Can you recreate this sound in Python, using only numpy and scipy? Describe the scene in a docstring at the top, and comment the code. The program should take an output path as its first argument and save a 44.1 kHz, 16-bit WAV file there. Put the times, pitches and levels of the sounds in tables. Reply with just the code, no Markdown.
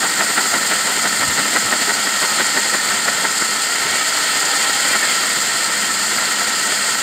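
"""Crunching, ringing and rushing: an electric core drill on a stand cuts wet concrete outdoors, a few steps away.
Diamond grit crunches and rings the steel barrel, which at first runs out of true and catches once a turn,
then settles with a few loose snags. Feeding harder makes the cut, the gears and the motor's fan louder.
The bit squeals briefly as it sticks and slips, the stand drones, and wind puffs touch the microphone.
Fractures are random clicks sent through resonances; swells and slow chance shape their levels."""
import sys
import numpy as np
from scipy import signal
from scipy.fft import rfft, irfft, next_fast_len
from scipy.io import wavfile
from scipy.ndimage import uniform_filter1d, map_coordinates

SR = 44100
rng = np.random.default_rng(int(sys.argv[2]) if len(sys.argv) > 2 else 0)


def file_out(sig):
    """Save sig as 16-bit WAV at sys.argv[1]."""
    # one column per channel
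    cols = np.atleast_2d(sig).T
    # limit, then scale
    lim = np.clip(cols, -1, 1)
    pcm = np.round(lim * 32767).astype(np.int16)
    wavfile.write(sys.argv[1], SR, pcm)


N = 309582
TIME = np.arange(N) / SR  # seconds
TURNS_PER_S, FIRST_CATCH_S = 5.92, 0.043


def from_db(db):
    """Decibels to amplitude gain."""
    return 10 ** (np.asarray(db) / 20)


def rms_one(x):
    """Scale to rms 1."""
    return x / np.sqrt(np.mean(x ** 2) + 1e-20)


def evened(x, window_s):
    """Hold the short-term rms near 1."""
    window = max(int(window_s * SR), 8)
    power = uniform_filter1d(x * x, window)
    return x / np.sqrt(np.maximum(power, 1e-12))


def in_time(rows):
    """The value columns of a curve, joined by straight lines at every sample."""
    s, *columns = np.transpose(rows)
    return [np.interp(TIME, s, column) for column in columns]


def drift(rate_hz):
    """Slow chance with spread 1: noise through a two-pole lowpass, made at every 40th sample."""
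    step, warm_up = 40, 2000
    pole = np.exp(-2 * np.pi * rate_hz * step / SR)
    noise = rng.standard_normal(N // step + warm_up + 2)
    slow = signal.lfilter([1], [1, -2 * pole, pole * pole], noise)[warm_up:]
    return np.interp(np.arange(N) / step, np.arange(len(slow)), rms_one(slow))


def resonate(x, hz, width, order=1):
    """A resonance with gain 1 on top; order 2 has steeper skirts."""
    edges = np.clip([hz - width / 2, hz + width / 2], 10, .48 * SR)
    return signal.sosfilt(signal.butter(order, edges, "band", fs=SR, output="sos"), x)


def colour(x, points):
    """Filter by a spectrum of (Hz, dB) points joined along log frequency."""
    hz, db = np.transpose(points)
    size = next_fast_len(N)
    bins = np.maximum(np.fft.rfftfreq(size, 1 / SR), 1)
    gain = from_db(np.interp(np.log(bins), np.log(hz), db))
    return irfft(rfft(x, size) * gain, size)[:N]


def swells(rows):
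    """Envelope of short swells that rise to a point and fall again; their powers add."""
    power = np.zeros(N)
    for s, db, half in rows:
        distance = np.abs((TIME - s) / half) ** 1.2
        power += from_db(2 * db) * np.exp(-2 * np.minimum(distance, 30))
    return np.sqrt(power)


def grit(per_s, spread_db):
    """Random tiny fractures of uneven size and either sign; rms 1."""
    sizes_db = spread_db * np.minimum(rng.exponential(1, N), 4)
    sizes = from_db(sizes_db) * rng.choice([-1, 1], N)
    return rms_one(sizes * (rng.random(N) < per_s / SR))


def turn():
    """Angle of the bit in radians, zero where it presses on the wall."""
    return 2 * np.pi * TURNS_PER_S * (TIME - FIRST_CATCH_S)


# Wind puffs on the microphone: centre_s, level_db, half_length_s
WIND_PUFFS = [(1.20, -41, .04), (1.29, -29, 0.026), (1.65, -37, .02), (3.21, -39, .015), (3.87, -42, 0.079),
              (4.72, -47, .08)]


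def wind():
    """Soft low puffs of air on the microphone: swells of low, narrow noise."""
    air = resonate(rng.standard_normal(N), hz=115, width=81, order=2)
    return swells(WIND_PUFFS) * rms_one(air)


# Drone of the stand under the drill: time_s, level_db
STAND_DRONE = [(0, -40.5), (1.8, -36), (2.3, -42.5), (3.3, -38.5), (4.1, -57), (5, -42), (6.05, -38),
               (7.02, -42)]


def stand():
    """The shaken stand drones at its lowest mode."""
    drone_db, = in_time(STAND_DRONE)
    mode = resonate(grit(per_s=1500, spread_db=4.0), hz=211.4, width=41)
    return from_db(drone_db) * evened(mode, window_s=0.11)


# Resonances of the motor housing and its vents: pitch_hz, width_hz, level_db (relative, before the tilt)
HOUSING_MODES = [(4296, 364, -0.5), (4580, 320, -2), (4930, 270, -1), (5420, 150, -8.5),
                 (6140, 3800, -10.5), (6910, 750, -3), (7404, 560, 1.5), (7810, 240, -3), (8490, 710, -2),
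                 (8830, 134, -3.5), (10300, 970, -17), (12550, 1600, -15), (15200, 1100, -18.5)]
# Tilt of the fan's hiss about 6 kHz, brighter at first: time_s, tilt_db_per_octave
HISS_TILT = [(.8, 1), (2, -.6), (7.02, -0.7)]
ROTOR_HZ = 402  # mean speed
RUSH_DB, RUSH_DB_PER_FEED_DB = -20.5, 0.42  # level at the usual feed, gain per dB of feed


def motor(feed_db):
    """Fan air and brush scratch ring in the housing, fluttering with the rotor and easing as the bit rubs."""
    tilt_db, = in_time(HISS_TILT)
    rotor = 2 * np.pi * np.cumsum(ROTOR_HZ * (1 + 0.0011 * drift(2))) / SR
    flutter_db = .25 * np.cos(rotor) - .35 * np.cos(2 * turn()) - .25 * np.cos(3 * turn())
    rush = np.zeros(N)
    for hz, width, db in HOUSING_MODES:
        gain = from_db(db + tilt_db * np.log2(hz / 6000) + .5 * drift(17))
        rush += gain * resonate(grit(per_s=14000, spread_db=4.5), hz, width, order=2)
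    level_db = RUSH_DB + RUSH_DB_PER_FEED_DB * feed_db + flutter_db + 0.79 * drift(45)
    return rms_one(rush) * from_db(level_db)


# Resonances of the gear case: pitch_hz, width_hz, level_db (relative)
GEAR_CASE_MODES = [(2260, 440, -7.5), (2746, 250, -6.5), (2987, 92, -6), (3176, 152, -2.5),
                   (3427, 123, -4.5), (3805, 470, -11)]
RASP_DB, RASP_DB_PER_FEED_DB = -28, 1.1
RASP_DB_PER_SWING_DB = -0.73  # a wobbling barrel bites less evenly and loads the gears less


def gears(feed_db, swing_db):
    """Loaded teeth rattle the gear case: dense clicks excite each of its resonances."""
    rasp = np.zeros(N)
    for hz, width, db in GEAR_CASE_MODES:
        rasp += from_db(db) * resonate(grit(per_s=6000, spread_db=0.0), hz, width, order=2)
    load_db = RASP_DB_PER_FEED_DB * feed_db + RASP_DB_PER_SWING_DB * swing_db
    return rms_one(rasp) * from_db(RASP_DB + load_db + 0.9 * drift(18))


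# Squeals of the rubbing bit: start_s, length_s, first_pitch_hz, last_pitch_hz, level_db (before the mix)
BIT_SQUEALS = [(3.70, .38, 2080, 2340, -31), (4.32, 0.62, 788, 818, -35.5), (4.87, .27, 2417, 2060, -25.5)]


def squeals():
    """Stick and slip at the rim gives rough tones that fade in, glide and fade out."""
    out = np.zeros(N)
    for start, length, first_hz, last_hz, db in BIT_SQUEALS:
        age = TIME - start
        fade_s = 0.036
        envelope = np.clip(np.minimum(age, length - age) / fade_s, 0, 1)
        hz = np.interp(age, [0, length], [first_hz, last_hz])
        rough_hz = hz * (1 + .006 * drift(80))
        phase = 2 * np.pi * np.cumsum(rough_hz) / SR
        out += envelope * from_db(db + 3.5 * drift(30)) * np.sin(phase)
    return out


# Modes of the steel barrel, before the warble: pitch_hz, width_hz, level_db (relative)
BARREL_MODES = [(650, 27, -7), (730, 33, -9.5), (791, 37, -7), (895, 46, -5), (1011, 59, -7), (1320, 61, 5),
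                (1488, 156, -1), (1855, 70, 6.5), (1929, 82, 2.5), (2058, 82, 0.5)]


def barrel(force):
    """The steel tube rings; its pitch warbles as it turns and the contact wanders round the rim."""
    ring = np.zeros(N)
    for k, (hz, width, db) in enumerate(BARREL_MODES):
        ring += (-1) ** k * from_db(db) * resonate(force, hz, width)
    ring = signal.sosfilt(signal.butter(2, 3200, fs=SR, output="sos"), ring)
    bend = .009 * np.cos(turn() - .8) + .012 * drift(18)
    # read the ring faster and slower to bend its pitch
    position = np.arange(N) + np.cumsum(bend - bend.mean())
    return rms_one(map_coordinates(ring, [position], order=3, mode="mirror"))


# Bouts in which the barrel binds hard at every turn: start_s, end_s
BINDING_BOUTS = [(.15, .62), (1.48, 1.98), (2.16, 2.83), (3.0, 3.34)]
SETTLED_S = 3.5
CATCH_SCATTER_DB, CATCH_WEAR_S = 0.6, 3.3
# levels before the mix, half lengths before the hole wears
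BRUSH_DB, BRUSH_HALF_S = -17, 0.027
BIND_DB, BIND_HALF_S = -12.5, .019


def wall_contacts():
    """One contact a turn until it settles, a long light brush or short hard bind, briefer as the hole wears."""
    rows = []
    for s in np.arange(FIRST_CATCH_S, SETTLED_S, 1 / TURNS_PER_S):
        binding = any(start < s < end for start, end in BINDING_BOUTS)
        db, half = (BIND_DB, BIND_HALF_S) if binding else (BRUSH_DB, BRUSH_HALF_S)
        scattered_db = db + CATCH_SCATTER_DB * rng.standard_normal()
        rows.append((s, scattered_db, half * np.exp(-s / CATCH_WEAR_S)))
    return rows


# Loose chips snag the barrel once it runs true: centre_s, level_db (before the mix)
CHIP_SNAGS = [(3.948, -17), (4.956, -11.5), (5.036, -15), (5.240, -15.5), (6.185, -14), (6.417, -17)]
# Dull scrape of the barrel on the wall of the hole: pitch_hz, level_db (relative)
SCRAPE_SPECTRUM = [(50, -40), (130, -22), (230, 1), (500, -4), (700, 0.5), (1100, -3), (1600, 0.5),
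                   (2100, -8.5), (2600, -10), (4000, -14), (7000, -26.5)]
SNAG_HALF_S, SCRAPE_LINGER_S = 0.008, 0.0058


def catches(swing_db):
    """Contacts and snags ring the barrel; the further it runs out of true, the louder the wider dull scrape."""
    contacts = wall_contacts() + [(s, db, SNAG_HALF_S) for s, db in CHIP_SNAGS]
    longer = [(s, db, half + SCRAPE_LINGER_S) for s, db, half in contacts]
    scrape = evened(colour(grit(per_s=3000, spread_db=2.0), SCRAPE_SPECTRUM), window_s=0.02)
    scrape = scrape * from_db(2.7 * swing_db - 9.5) * swells(longer)
    ring = evened(barrel(grit(per_s=2500, spread_db=5.0)), window_s=0.012)
    ring = ring * from_db(-2.5) * swells(contacts)
    return (scrape + ring) * from_db(1.6 * drift(80))


# Broad crunch of crushed concrete: pitch_hz, level_db (relative)
CRUNCH_SPECTRUM = [(30, -42), (60, -41), (110, -9.5), (200, -3), (280, -0.5), (400, -0.5), (520, 0),
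                   (900, -1), (1130, -6), (1400, -3), (2150, -0.5), (2500, -6), (4000, -3.5), (8000, -29)]
# level at the usual feed before the mix, and gain per dB of feed
RING_DB, RING_DB_PER_FEED_DB = -22, 0.73
CRUNCH_DB, CRUNCH_DB_PER_FEED_DB = -26, 1.05
SINK_DB_PER_S = 0.2  # the crunch is muffled as the bit sinks into the slab


def grinding(feed_db, swing_db):
    """Diamonds crush concrete and ring the barrel, hardest twice a turn."""
    pressure_db = swing_db * np.cos(2 * turn()) + 1.4 * drift(28)
    ring = evened(barrel(grit(per_s=1800, spread_db=2.0)), window_s=0.11)
    crunch = rms_one(colour(grit(per_s=2400, spread_db=2.0), CRUNCH_SPECTRUM))
    ring_db = RING_DB + RING_DB_PER_FEED_DB * feed_db + 0.26 * pressure_db
    crunch_db = CRUNCH_DB + CRUNCH_DB_PER_FEED_DB * feed_db + pressure_db
    crunch_db = crunch_db - SINK_DB_PER_S * TIME
    return from_db(ring_db) * ring + from_db(crunch_db) * crunch


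# Reflections from the water drum and the site walls: delay_s, level_db (relative to the direct sound)
SITE_ECHOES = [(.0099, -16), (.0142, -17), (.0196, -20)]


def site(x):
    """The direct sound and a few weak, dull reflections; open air leaves no tail."""
    dull = signal.sosfilt(signal.butter(1, 2000, fs=SR, output="sos"), x)
    echoes = sum(from_db(db) * np.interp(TIME - delay, TIME, dull, left=0) for delay, db in SITE_ECHOES)
    return x + echoes


# How hard the bit is fed into the concrete: time_s, feed_db (about the usual pressure)
BIT_FEED = [(0, -0.4), (2.5, 0.4), (3.55, -0.7), (3.95, 0.4), (4.9, 2.25), (5.3, 0.3), (6.0, -0.5),
            (7.02, 0.1)]
# How far the barrel runs out of true: time_s, swing_db (of the rubbing)
BARREL_RUNOUT = [(0, 1.8), (1.7, 2.0), (3.2, 1.2), (3.7, .3), (7.02, .4)]


def scene():
    """Everything meets at one microphone, the same in both channels."""
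    feed_db, = in_time(BIT_FEED)
    swing_db, = in_time(BARREL_RUNOUT)
    air = wind()
    machine = stand() + motor(feed_db) + gears(feed_db, swing_db)
    bit = squeals() + catches(swing_db) + grinding(feed_db, swing_db)
    mono = air + machine + from_db(-1.19) * site(bit)
    return np.array([mono, mono])


def record(dry):
    """The microphone loses deep bass, and the top is cut steeply."""
    thin = signal.sosfilt(signal.butter(1, 55, "high", fs=SR, output="sos"), dry)
    cutoff_hz = 15550
    return signal.sosfilt(signal.ellip(12, .1, 90, cutoff_hz, fs=SR, output="sos"), thin)


dry = scene()
out = record(dry)
file_out(out)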